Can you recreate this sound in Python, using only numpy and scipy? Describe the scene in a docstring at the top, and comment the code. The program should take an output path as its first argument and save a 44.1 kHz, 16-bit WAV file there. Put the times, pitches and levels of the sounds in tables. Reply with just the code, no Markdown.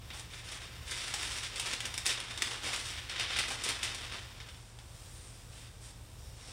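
"""Pulling masking paper and tape off a painted panel

The paper crinkles in swarms of tiny buckles, a fold snaps now and then, and a hand bumps the panel.
Then a strip of tape peels away: threads of glue let go in a fine fizz and a few thin, falling zips.
Motors hum steadily behind it, and the hard walls of the small workshop echo every crackle."""
import sys
import numpy as np
from scipy import signal
from scipy.fft import rfft, irfft
from scipy.io import wavfile
from scipy.ndimage import uniform_filter1d

SR = 44100
rng = np.random.default_rng(int(sys.argv[2]) if len(sys.argv) > 2 else 0)


def dump(signal):
    """Clip the signal to [-1, 1] and save it as 16-bit WAV at the path in sys.argv[1]."""
    limited = np.clip(np.atleast_2d(signal).T, -1, 1)
    pcm = np.round(limited * 32767).astype(np.int16)
    wavfile.write(sys.argv[1], SR, pcm)


N = 287532
TIME = np.arange(N) / SR
BASS_HZ, TREBLE_HZ = 1200, 6000  # where the bass ends and the treble begins

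# How strongly the paper sounds from low to high: pitch_hz, gain_db
PAPER_TONE = [(110, -27), (200, -10), (350, -4), (620, -6.5), (1200, -5), (2100, 1.5), (2700, 2), (3700, 2),
              (3950, -4), (5600, -5.5), (6350, -11), (9300, -10.5), (11200, -27), (16000, -36)]


def paper_crinkle(clump_db=2.5, body_db=-2.5):
    """Tiny buckles come in clumps: broad ones flex the sheet, tight creases tick in the treble."""
    # How much of the rustle is smooth sliding rather than buckling: time_s, power_share
    sliding_shares = [(1.4, 0.3), (1.6, 0.17), (2.7, 0.12), (3.1, 0)]
    sliding = curve(sliding_shares)
    level_db, flex_db, crease_db = paper_handling()
    buckles = clicks(per_s=4500, spread_db=4.0, limit=3.6, size=N)
    buckles = normalize(buckles * amp(clump_db * drift(hz=44.4)))
    hiss = rng.standard_normal(N)
    sheet = shape_tone(np.sqrt(1 - sliding) * buckles + np.sqrt(sliding) * hiss, PAPER_TONE)
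    body = amp(body_db) * normalize(band(sheet, [BASS_HZ, TREBLE_HZ], "bandpass"))
    flex = amp(flex_db) * normalize(band(sheet, BASS_HZ, "lowpass"))
    creases = amp(crease_db - 1.66) * normalize(band(sheet, TREBLE_HZ, "highpass"))
    return (body + flex + creases) * amp(level_db)


def paper_handling(rise_share=0.079, settle_s=0.024):
    """Level, flexing and creasing of the sheet in dB: each tug builds, holds and lets it settle."""
    # The loose sheet rustles while it is carried: time_s, level_db
    carrying = [(0, -58.5), (.25, -57), (.55, -51.5), (.8, -53), (1.0, -46.5), (1.5, -47), (2.0, -49),
                (2.3, -46), (2.55, -44), (3.06, -51), (3.3, -41), (3.6, -44), (4.05, -46), (4.3, -53),
                (4.55, -57.5), (4.7, -83)]
    # Tugs and crumples of the sheet: start_s, length_s, level_db, flex_gain_db, crease_gain_db
    tugs = [(0.131, 0.072, -50.5, -6.5, 1.5), (0.295, .1, -48.5, -15, -5), (0.436, 0.12, -46, -13.5, -2.5),
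            (0.603, 0.047, -49.5, -6.5, -5), (0.851, 0.25, -41.5, -15.5, -3), (1.12, 0.27, -41, -15, -2),
            (1.429, 0.023, -38, -18, -5), (1.6, 0.14, -40.5, -12.5, -5), (1.825, .06, -46, -4, -9),
            (2.05, 0.065, -36.5, -13.5, -4), (2.15, 0.067, -45.5, -9.5, -13),
            (2.456, .08, -42.5, -10, -3.5), (2.621, 0.12, -38.5, -8.5, -3.5), (2.774, 0.13, -42, -14.5, -1),
            (2.928, 0.068, -40, -15, -11), (3.075, 0.36, -38, -17.5, -15.5),
            (3.472, 0.047, -40.5, -5.5, 2.5), (3.658, 0.051, -34.5, -9.5, -8.5),
            (3.83, 0.093, -42, -14.5, -11), (4.085, 0.082, -41.5, -9.5, -11.5), (5.52, 0.15, -57, -22, -19)]
    powers = [amp(curve(carrying)) ** 2]
    tones_db = [(-10.5, -7.5)]  # flex and crease gains while carrying
    for start_s, length_s, level_db, flex_db, crease_db in tugs:
        t = np.maximum(TIME - start_s, 0)
        rise = 1 - np.exp(-t / (rise_share * length_s))
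        settle = np.exp(-np.clip(t - length_s, 0, 1) / settle_s)
        powers.append((amp(level_db) * rise * settle) ** 2)
        tones_db.append((flex_db, crease_db))
    return blend_strokes(powers, tones_db)


def fold_snap(level_db, treble_db, decay_s, flutter_s=0.0022, size=8192):
    """A fold gives way: a brief flutter of the sheet and a dying run of smaller buckles."""
    t = np.arange(size) / SR
    decay_s = max(decay_s, 0.002)
    flutter = normalize(rng.choice([-1., 1.], size) * np.exp(-t / flutter_s))
    flutter = shape_tone(flutter, [(9000, 0), (12000, 2.5)])  # the first crack is the brightest
    buckles = clicks(per_s=4500, spread_db=1.0, limit=5.9, size=size)
    buckles = normalize(buckles * np.exp(-t / decay_s))
    crumple = 0.63 * np.sqrt(decay_s / 0.019)  # a slow fold crumples more and cracks less
    rise = 1 - np.exp(-t / (0.14 * decay_s))
    sheet = shape_tone(rise * (flutter + crumple * buckles), PAPER_TONE)
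    body = band(band(sheet, TREBLE_HZ, "lowpass"), 270, "highpass", order=1)
    treble = band(sheet, TREBLE_HZ, "highpass")
    front = t < 0.005  # the first 5 ms set the level
    body /= body[front].std()
    treble /= treble[front].std()
    return amp(level_db) * (body + amp(treble_db + 2.5) * treble)


def paper_snaps():
    """The folds of the sheet snap through, each at its own moment."""
    # Snapping folds: start_s, level_db, treble_gain_db, decay_s
    folds = [(0.102, -41.5, -25, 0.017), (0.5154, -50.5, 1, 0.024), (0.9104, -43.5, 2.5, 0.0098),
             (1.1387, -36.5, 1, 0.012), (1.2287, -37.5, -6, 0.011), (1.5574, -40, -4, 0.027),
             (1.5967, -34.5, -0.5, 0.014), (1.658, -38, -4.5, 0.019), (1.734, -34, -5.5, 0.0094),
             (1.8036, -35.5, -6, 0.012), (1.8537, -36.5, -2.5, 0.012), (1.94, -38, -4, 0.013),
             (1.9778, -35, 0, 0.0021), (1.9835, -42.5, 2, 0.003), (2.0577, -36.5, 1, 0.0016),
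             (2.063, -31, 2, 0.013), (2.0915, -32.5, -6, 0.024), (2.2013, -38.5, -5, 0.006),
             (2.375, -37.5, -6.5, 0.012), (2.4208, -26, -7, 0.0018), (2.425, -32.5, -4.5, 0.0047),
             (2.6423, -45, -4, 0.014), (2.7314, -34.5, -9, 0.021), (2.7612, -40.5, 0.5, 0.0065),
             (3.096, -39, -7, 0.014), (3.1956, -32.5, -8, 0.016), (3.2088, -34.5, -14, 0.017),
             (3.3665, -35, -8, 0.018), (3.387, -29, -7, 0.018), (3.5068, -44, -7, 0.014),
             (3.6368, -39, 2.5, 0.021), (3.6882, -34, -1.5, 0.014), (3.829, -31.5, -6.5, 0.022),
             (3.9459, -41.5, -2, 0.012), (4.4013, -44, -16, 0.016), (4.486, -48, -11, 0.016),
             (4.787, -52, -7, 0.016)]
    out = np.zeros(N)
    for start_s, level_db, treble_db, decay_s in folds:
        add(out, start_s, fold_snap(level_db, treble_db, decay_s))
    return out


def tape_peel():
    """Threads of glue let go one after another along the edge of the tape."""
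    # How strongly the tape sounds from low to high: pitch_hz, gain_db
    tape_tone = [(400, -1.5), (1000, -1), (2000, -1), (3700, -0.5), (4050, -3), (5600, -3), (6400, -7),
                 (7600, -5), (9300, -3.5), (10500, -18), (16000, -31)]
    level_db, fizz_db = tape_pulling()
    threads = clicks(per_s=7000, spread_db=4.5, limit=3.35, size=N)
    strip = shape_tone(threads, tape_tone)
    rasp = amp(1.5) * normalize(band(strip, TREBLE_HZ, "lowpass"))
    fizz = amp(fizz_db + 4.0) * normalize(band(strip, TREBLE_HZ, "highpass"))
    return (rasp + fizz) * amp(level_db)


def tape_pulling(creep_from_s=4.5, creep_db=-70):
    """Level and fizz of the tape in dB: power follows the speed of each pull, over a slow creep."""
    # Pulls on the tape: start_s, length_s, level_db, fizz_gain_db
    pulls = [(4.444, 0.3, -69.5, 1), (4.82, 0.67, -63, -.5), (5.482, 0.21, -62, -0.5),
             (5.805, .12, -60.5, 2), (6.12, .3, -68, -1.5), (6.356, 0.3, -56, -5.5)]
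    powers = [amp(creep_db) ** 2 * (TIME > creep_from_s)]
    tones_db = [[0]]
    for start_s, length_s, level_db, fizz_db in pulls:
        powers.append(amp(level_db) ** 2 * swell(start_s, length_s))
        tones_db.append([fizz_db])
    return blend_strokes(powers, tones_db)


def tape_zip(fall_octaves_per_s=0.65, blur_share=0.065):
    """The glue of the taut tape slips almost regularly: a fuzzy whistle that sinks in pitch."""
    # Zips of the tape: start_s, length_s, level_db, start_pitch_hz
    zips = [(5.07, 0.32, -60.5, 9550), (6.16, .2, -64.5, 5800), (6.39, 0.22, -56.5, 5680)]
    out = np.zeros(N)
    for start_s, length_s, level_db, start_hz in zips:
        pitch_hz = start_hz * 2 ** (-fall_octaves_per_s * np.clip(TIME - start_s, 0, length_s))
        phase = 2 * np.pi * np.cumsum(pitch_hz) / SR
        blur_hz = blur_share * start_hz
        whistle = normalize(drift(blur_hz) * np.cos(phase) + drift(blur_hz) * np.sin(phase))
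        out += amp(level_db) * swell(start_s, length_s) * whistle
    return out


def panel_knocks():
    """Each bump of the hand makes the panel ring briefly at its own pitches."""
    # The ringing tones of the panel: pitch_hz, gain_db, ring_s (time to fade by 60 dB)
    panel_tones = [(488, -24, 0.13), (828, 0.5, 0.069), (1080, -7, 0.029), (1870, -4, 0.038),
                   (2990, -3, 0.045)]
    # Bumps of the hand: start_s, level_db
    bumps = [(.142, -48), (1.14, -38.5), (3.508, -36.5), (4.787, -54)]
    t = np.arange(6000) / SR
    ring = sum(amp(gain_db - 60 * t / ring_s) * np.sin(2 * np.pi * pitch_hz * t)
               for pitch_hz, gain_db, ring_s in panel_tones)
    out = np.zeros(N)
    for start_s, level_db in bumps:
        add(out, start_s, amp(level_db) * ring)
    return out


def machines(rumble_db=-54, air_db=-59):
    """Motor tones throb against the hum of the power supply, over a rumble and a faint rush of air."""
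    # The steady tones of motors and power supply: pitch_hz, level_db
    hum_tones = [(41.7, -59.5), (58.5, -63.5), (61.3, -65), (92.2, -67.5), (114.2, -57.5), (119.9, -63),
                 (171, -74), (511, -85)]
    # The deep rumble of the machines: pitch_hz, gain_db
    rumble_tone = [(20, -42), (30, -22), (36, -10), (51, -11), (61, 0.5), (75, -0.5), (85, -5), (98, -5),
                   (106, -11.5), (150, -15), (220, -30.5), (400, -41)]
    # The rush of air in the room: pitch_hz, gain_db
    air_tone = [(50, -9), (130, 8), (250, 4), (520, 2), (1000, -0.5), (2000, -7), (3700, -5), (4100, -9.5),
                (5600, -7), (6500, -11), (9000, -11), (10800, -21), (16000, -27)]
    out = amp(rumble_db + 3.0 * drift(hz=2.7)) * noise(rumble_tone)
    out += amp(air_db) * noise(air_tone)
    for pitch_hz, level_db in hum_tones:
        phase = 2 * np.pi * (pitch_hz * TIME + rng.random()) + 0.3 * drift(hz=0.95)
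        waver = 1 + 0.06 * drift(hz=5.4)
        out += amp(level_db) * normalize(np.sin(phase) * waver)
    return out


def workshop(sound, echo_db, places=5):
    """Near surfaces answer first; then each place on the sheet has its own late echoes."""
    # First bounces off the panel, floor and walls: delay_s, gain
    bounces = [(.0039, 0.12), (.0072, -0.086), (0.0115, 0.14), (0.0167, 0.087)]
    place = rng.integers(0, places, N // 256 + 1).repeat(256)[:N]  # hops about every 6 ms
    out = sound.copy()
    for k in range(places):
        share = uniform_filter1d(1. * (place == k), size=32)
        out += amp(echo_db) * signal.oaconvolve(sound * share, wall_echoes())[:N]
    for delay_s, gain in bounces:
        add(out, delay_s, gain * sound)
    return normalize(out) * sound.std()  # as strong as it came in


def wall_echoes(size=24000):
    """Scattered echoes off the hard walls, lasting longest at middle pitches."""
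    # How long the room rings: pitch_hz, ring_s (time to fade by 60 dB)
    ring_times = [(200, 0.15), (1000, 0.46), (4000, 0.45), (9000, 0.3), (16000, 0.28)]
    echoes = clicks(per_s=2500, spread_db=1.5, limit=3.3, size=size)
    echoes *= np.arange(size) > 0.004 * SR
    hz, t, spectrum = signal.stft(echoes, SR, nperseg=256)
    fade = amp(-60 * t / value_at(ring_times, hz)[:, None])
    tail = signal.istft(spectrum * fade, SR)[1]
    return tail / np.linalg.norm(tail)


def amp(db):
    """Turns decibels into a gain to multiply by."""
    return 10 ** (np.asarray(db) / 20)


def normalize(x):
    """Scales a signal to an average strength (rms) of 1."""
    return x / np.sqrt(np.mean(x ** 2) + 1e-20)


def value_at(points, hz):
    """Looks up a (pitch_hz, value) table, with octaves evenly spaced."""
    pitches, values = np.transpose(points)
    return np.interp(np.log(hz + 1), np.log(pitches + 1), values)


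def curve(points):
    """Joins (time_s, value) points with straight lines."""
    return np.interp(TIME, *np.transpose(points))


def swell(start_s, length_s):
    """Grows from nothing to 1 and eases off again."""
    return np.sin(np.pi * np.clip((TIME - start_s) / length_s, 0, 1))


def blend_strokes(powers, tones_db):
    """The total level of overlapping strokes in dB, then each tone gain, led by the strongest."""
    total = np.sum(powers, 0) + 1e-14
    blended_db = np.transpose(tones_db) @ np.array(powers) / total
    return 10 * np.log10(total), *blended_db


def add(mix, start_s, sound):
    """Mixes a sound in at the given time."""
    part = mix[round(start_s * SR):][:len(sound)]
    part += sound[:len(part)]


def clicks(per_s, spread_db, limit, size):
    """Random clicks, many small and a few large, spanning spread_db times limit decibels."""
    happens = rng.random(size) < per_s / SR
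    strength = np.minimum(rng.exponential(1, size), limit)
    return happens * amp(spread_db * strength) * rng.choice([-1., 1.], size)


def drift(hz):
    """A random wobble of strength 1, with speeds up to about hz."""
    speeds_hz = np.fft.rfftfreq(N, 1 / SR)
    return normalize(irfft(rfft(rng.standard_normal(N)) / (1 + (speeds_hz / hz) ** 4), N))


def noise(tone):
    """Steady noise of strength 1, shaped by a (pitch_hz, gain_db) table."""
    gain = amp(value_at(tone, np.fft.rfftfreq(N, 1 / SR)))
    return normalize(irfft(rfft(rng.standard_normal(N)) * gain, N))


def shape_tone(x, tone, size=2048):
    """Filters by a (pitch_hz, gain_db) table; a click keeps its sharp front and rings afterwards."""
    hz = abs(np.fft.fftfreq(size, 1 / SR))
    log_gain = np.log(amp(value_at(tone, hz)))
    ring = np.fft.ifft(np.exp(np.conj(signal.hilbert(log_gain)))).real
    return signal.oaconvolve(x, ring[:size // 2])[:len(x)]


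def band(x, hz, kind, order=4):
    """Keeps only the low, middle or high part of a sound."""
    return signal.sosfilt(signal.butter(order, hz, kind, fs=SR, output="sos"), x)


def scene():
    """Paper, tape and knocks in the room, over the hum, in one channel."""
    rustle = workshop(paper_crinkle() + tape_peel() + tape_zip(), echo_db=-5.0)
    hits = workshop(paper_snaps() + panel_knocks(), echo_db=-4.5)
    return (rustle + hits + machines())[None]


def record(dry, top_hz=15850):
    """The microphone lifts or dips a few narrow bands; then the highest treble is cut."""
    # Peaks and dips of the microphone: pitch_hz, sharpness, gain_db
    microphone = [(3690, 30, 3), (3780, 17, -1), (6040, 38, 0.2), (6360, 4.7, -2)]
    for pitch_hz, sharpness, gain_db in microphone:
        narrow_band = signal.lfilter(*signal.iirpeak(pitch_hz, sharpness, fs=SR), dry)
        dry = dry + (amp(gain_db) - 1) * narrow_band
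    treble_cut = signal.firwin(511, top_hz, window=("kaiser", 9), fs=SR)
    return signal.oaconvolve(dry, treble_cut[None], "same")


dry = scene()
out = record(dry)
dump(out)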